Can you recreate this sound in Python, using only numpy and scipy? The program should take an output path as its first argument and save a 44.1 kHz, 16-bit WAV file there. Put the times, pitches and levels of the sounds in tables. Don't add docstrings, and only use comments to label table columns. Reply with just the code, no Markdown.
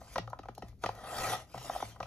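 import sys
import numpy as np
from scipy import signal
from scipy.fft import rfft, irfft, next_fast_len
from scipy.io import wavfile
from scipy.ndimage import uniform_filter1d

SR = 44100
rng = np.random.default_rng(int(sys.argv[2]) if len(sys.argv) > 2 else 0)


def amplitude_ratio(level_db):
    exponent = np.asarray(level_db, float) / 20
    return 10 ** exponent


def digitize_waveform(pressure):
    field = np.atleast_2d(pressure).T
    bounded = np.clip(field, -1, 1)
    quanta = np.round(bounded * 32767).astype(np.int16)
    wavfile.write(sys.argv[1], SR, quanta)


N = 91110

# freq_hz, density_db
ROOM_SPECTRUM = [(20, -22), (50, 9.5), (120, 0), (170, -3.5), (600, -20), (1000, -40), (6000, -42)]
ROOM_DB, ROOM_APART_DB = -57, -15

# start_s, level_db (before filtering)
CLICKS = [(0.3, -46.5), (0.55, -45), (0.58, -43), (0.684, -49.5), (.951, -46)]
CLICK_LOW_HZ, CLICK_TOP_HZ, CLICK_T60_S = 2500, 10200, 0.025

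# start_s, ringing_db, bending_wave_db
THUDS = [(.162, -45, -50), (.19, -38.5, -40), (.393, -51.5, -44), (0.489, -53, -43), (.581, -49, -48),
         (.628, -45.5, -41.5), (.845, -41.5, -40), (1.548, -45, -45), (1.826, -45, -39), (2.0, -47, -50)]
# pitch_hz, relative_level_db, t60_s
TABLE_MODES = [(115, 4, 0.4), (192.4, 7.5, 0.096)]
TABLE_DETUNE = 0.048
BEND_FROM_HZ, BEND_TO_HZ, BEND_S = 890, 196, 0.00395

# pitch_hz, relative_level_db, t60_s
BASE_MODES = [(427, -24, 0.015), (538.6, -16.5, 0.061), (696, 7, 0.011), (794.7, -1, 0.016), (963, 1, 0.01),
              (1237.6, 1.5, 0.016), (1915, 1, 0.024), (2920, -16, 0.019)]
RISE_CYCLES = 2.64
RASP_HZ = 756

# start_s, body_peak_db, tick_db (before colouring)
KNOCKS = [(0.013, -41.5, -69.5), (0.157, -23, -47), (0.18, -21.5, -43), (0.274, -35, -64.5),
          (0.33, -26.5, -67), (0.389, -36, -58), (0.432, -42, -64.5), (0.455, -38, -70),
          (0.485, -32.5, -60), (0.576, -35.5, -85), (0.622, -34.5, -57.5), (0.837, -21, -44.5),
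          (0.86, -23.5, -43), (0.889, -22.5, -51.5), (1.542, -30, -74), (1.577, -39, -54),
          (1.643, -38, -99), (1.695, -28, -66), (1.731, -42, -67), (1.76, -26, -95), (1.801, -32.5, -61),
          (1.824, -22.5, -65), (1.96, -44, -76), (2.002, -26.5, -55.5), (2.028, -33.5, -52)]
# freq_hz, gain_db
TICK_COLOUR = [(1500, 24), (3000, 19.5), (6500, 12), (15500, -9)]
TICK_T60_S, TICK_RISE_S = 0.024, 0.00071
CONTACT_S, BOUNCE_S = 0.00018, 0.003004
SPOT_DB = 4.5
DULLING_DB = 0.58

# time_s, base_rumble_db, blade_and_paper_hiss_db
SLIDE = [(0, -61, -66.5), (0.144, -66.5, -54.5), (.22, -54.5, -76), (.52, -66, -85), (0.687, -60.5, -69.5),
         (0.768, -94, -90), (0.833, -56, -58), (0.941, -55, -65), (1.103, -43.5, -48), (1.199, -40.5, -41),
         (1.354, -35, -38.5), (1.356, -48, -47), (1.41, -51, -53.5), (1.464, -71.5, -76), (1.529, -61, -60),
         (1.598, -49, -53), (1.742, -47.5, -46.5), (1.902, -58.5, -57), (1.98, -64, -72.5),
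         (2.066, -58, -63)]
# freq_hz, gain_db
HISS_COLOUR = [(1000, 1), (2000, -0.5), (3200, -2), (6500, -4), (7700, 2), (10500, -7), (13500, -11),
               (15800, -14)]
CUT_START_S, CUT_END_S = .83, 1.5
SLIPS_PER_S, SLIP_SPREAD_DB, RASP_FOCUS_DB = 5000, 1.5, 9.5
RATTLES_PER_S, RATTLE_SPREAD_DB, RATTLE_FOCUS_DB = 150, 4, 16
TABLE_SHAKE_DB = -12.5
JUDDER_HZ, JUDDER_DB, FLICKER_DB = 75, 1, 1.76
FIBRES_PER_S, FIBRE_SPREAD_DB, PATCH_DB = 15000, -3.5, 4.5

# freq_hz, gain_db
ECHO_COLOUR = [(1000, -13), (2500, -4), (5000, -2), (6400, 0), (7600, -20)]
ECHO_T60_S = 0.18
# freq_hz, lead_rad
LEFT_LEAD = [(0, 0), (1800, .45), (4000, 1.7), (5400, 1.5), (6300, 0), (7600, -2.95), (9000, -3.35),
             (10700, -6.05), (12600, -6.5), (14300, -9.42)]
# freq_hz, difference_db
LEFT_OVER_RIGHT = [(2000, 1.5), (5000, 2.5), (8000, 0)]


def evened(x):
    return x / np.sqrt(np.mean(x ** 2) + 1e-20)


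def coloured(x, gain):
    size = next_fast_len(x.shape[-1] + 2048)
    spectrum = rfft(x, size) * gain(np.fft.rfftfreq(size, 1 / SR))
    return irfft(spectrum, size)[..., :x.shape[-1]]


def shape(points):
    f, db = np.transpose(points)
    return lambda hz: amplitude_ratio(np.interp(np.log(hz + 1), np.log(f + 1), db))


def ring(hz, db, t60):
    t = np.arange(SR // 4)[:, None] / SR
    decay = amplitude_ratio(db - 60 * t / np.maximum(t60, .003))
    swell = 1 - np.exp(-t * hz / RISE_CYCLES)
    return (decay * swell * np.sin(2 * np.pi * hz * t)).sum(1)


def grains(per_s, spread_db):
    present = rng.random(N) < per_s / SR
    strength = amplitude_ratio(spread_db * np.minimum(rng.exponential(1, N), 5))
    return evened(present * rng.choice([-1., 1.], N) * strength)


def wander(hz):
    return evened(coloured(rng.standard_normal(N), lambda f: 1 / (1 + (f / hz) ** 2)))


def add(mix, s, sound):
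    part = mix[round(s * SR):][:len(sound)]
    part += sound[:len(part)]


def room_rumble():
    return amplitude_ratio(ROOM_DB) * evened(coloured(rng.standard_normal((3, N)), shape(ROOM_SPECTRUM)))


def echoes(x):
    taps = np.zeros((2, SR // 4))
    slots = np.arange(60, SR // 4 - 20, 20)
    at = slots + rng.integers(0, 20, (2, len(slots)))
    sizes = rng.choice([-1., 1.], at.shape) * amplitude_ratio(-60 * at / SR / ECHO_T60_S)
    np.put_along_axis(taps, at, sizes, 1)
    taps /= np.linalg.norm(taps[0])
    return coloured(signal.fftconvolve(x[None], taps, axes=1)[:, :N], shape(ECHO_COLOUR))


def clicks():
    out, t = np.zeros(N), np.arange(1024) / SR
    for s, db in CLICKS:
        add(out, s, amplitude_ratio(db - 60 * t / CLICK_T60_S) * rng.standard_normal(len(t)))
    return coloured(out, lambda f: 1 / (1 + (CLICK_LOW_HZ / (f + 1)) ** 2) / (1 + (f / CLICK_TOP_HZ) ** 2))


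def thuds():
    hz, db, t60 = np.transpose(TABLE_MODES)
    out = np.zeros(N)
    t = np.arange(SR // 20) / SR / BEND_S
    turns = BEND_S * (BEND_TO_HZ * t + (BEND_FROM_HZ - BEND_TO_HZ) * (1 - np.exp(-t)))
    swell = t * np.exp(1 - t)
    for s, thud_db, bend_db in THUDS:
        detune = 1 + TABLE_DETUNE * rng.standard_normal(len(hz))
        add(out, s, ring(hz * detune, db + thud_db, t60))
        add(out, s, amplitude_ratio(bend_db) * swell * np.sin(2 * np.pi * turns + rng.standard_normal()))
    return out


def knocks():
    hz, db, t60 = np.transpose(BASE_MODES)
    octaves_above = np.log2(np.maximum(hz / RASP_HZ, 1))
    out, ticks, t = np.zeros(N), np.zeros(N), np.arange(4096) / SR
    tick_envelope = amplitude_ratio(-60 * t / TICK_T60_S) * (1 - np.exp(-t / TICK_RISE_S))
    for s, body_db, tick_db in KNOCKS:
        push_at, bounce_at, bounce_size = rng.random(3)
        contacts = [(0, .2), (BOUNCE_S * (1 + push_at) / 2, -1), (BOUNCE_S * (1 + bounce_at), bounce_size)]
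        push = sum(size * np.exp(-((t - late) / CONTACT_S - 2) ** 2) for late, size in contacts)
        spot = SPOT_DB * rng.standard_normal(len(hz))
        dulling = DULLING_DB * (body_db - tick_db) * octaves_above ** 2
        body = signal.fftconvolve(np.diff(push), ring(hz, db + spot - dulling, t60))
        add(out, s, amplitude_ratio(body_db) * body / abs(body).max())
        add(ticks, s, amplitude_ratio(tick_db) * rng.standard_normal(len(t)) * tick_envelope)
    return out + coloured(ticks, shape(TICK_COLOUR))


def rasp(base_level, cutting, judder):
    hz, db, t60 = np.transpose(BASE_MODES)
    base = ring(hz, db - RASP_FOCUS_DB * np.log2(hz / RASP_HZ) ** 2, t60)
    table = ring(*np.transpose(TABLE_MODES))
    body = base / np.linalg.norm(base) + amplitude_ratio(TABLE_SHAKE_DB) * table / np.linalg.norm(table)
    slips = grains(SLIPS_PER_S, SLIP_SPREAD_DB) * base_level * amplitude_ratio(JUDDER_DB * judder)
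    return signal.fftconvolve(slips * cutting, body)[:N]


def rattle(base_level, cutting):
    hz, db, t60 = np.transpose(BASE_MODES)
    loose = ring(hz, db - RATTLE_FOCUS_DB * np.log2(hz / RASP_HZ) ** 2, 2 * t60)
    hits = grains(RATTLES_PER_S, RATTLE_SPREAD_DB) * base_level * ~cutting
    return signal.fftconvolve(hits, loose / np.linalg.norm(loose))[:N]


def fibre_hiss():
    hiss = coloured(grains(FIBRES_PER_S, FIBRE_SPREAD_DB), shape(HISS_COLOUR))
    z = signal.stft(hiss, nperseg=512, noverlap=384)[2]
    patches = uniform_filter1d(rng.standard_normal(z.shape), size=4, axis=0)
    patches = evened(uniform_filter1d(patches, size=16, axis=1))
    return evened(signal.istft(z * amplitude_ratio(PATCH_DB * patches), nperseg=512, noverlap=384)[1][:N])


def slide():
    s, base_db, hiss_db = np.transpose(SLIDE)
    t = np.arange(N) / SR
    judder = wander(JUDDER_HZ)
    cutting = (t > CUT_START_S) & (t < CUT_END_S)
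    base_level = amplitude_ratio(np.interp(t, s, base_db))
    hiss_level = amplitude_ratio(np.interp(t, s, hiss_db) + FLICKER_DB * judder)
    return rasp(base_level, cutting, judder) + rattle(base_level, cutting) + fibre_hiss() * hiss_level


def stereo_ports(x):
    f, lead = np.transpose(LEFT_LEAD)
    side = np.array([[.5], [-.5]])
    level = shape(LEFT_OVER_RIGHT)
    return coloured(x[None], lambda hz: level(hz) ** side * np.exp(1j * side * np.interp(hz, f, lead)))


def scene():
    room = room_rumble()
    direct = room[2] + clicks() + thuds() + knocks() + slide()
    return stereo_ports(direct) + echoes(direct) + amplitude_ratio(ROOM_APART_DB) * room[:2]


def low_pass(x):
    return signal.sosfilt(signal.butter(12, 15940, fs=SR, output="sos"), x)


def record(dry):
    return low_pass(dry)


dry = scene()
out = record(dry)
digitize_waveform(out)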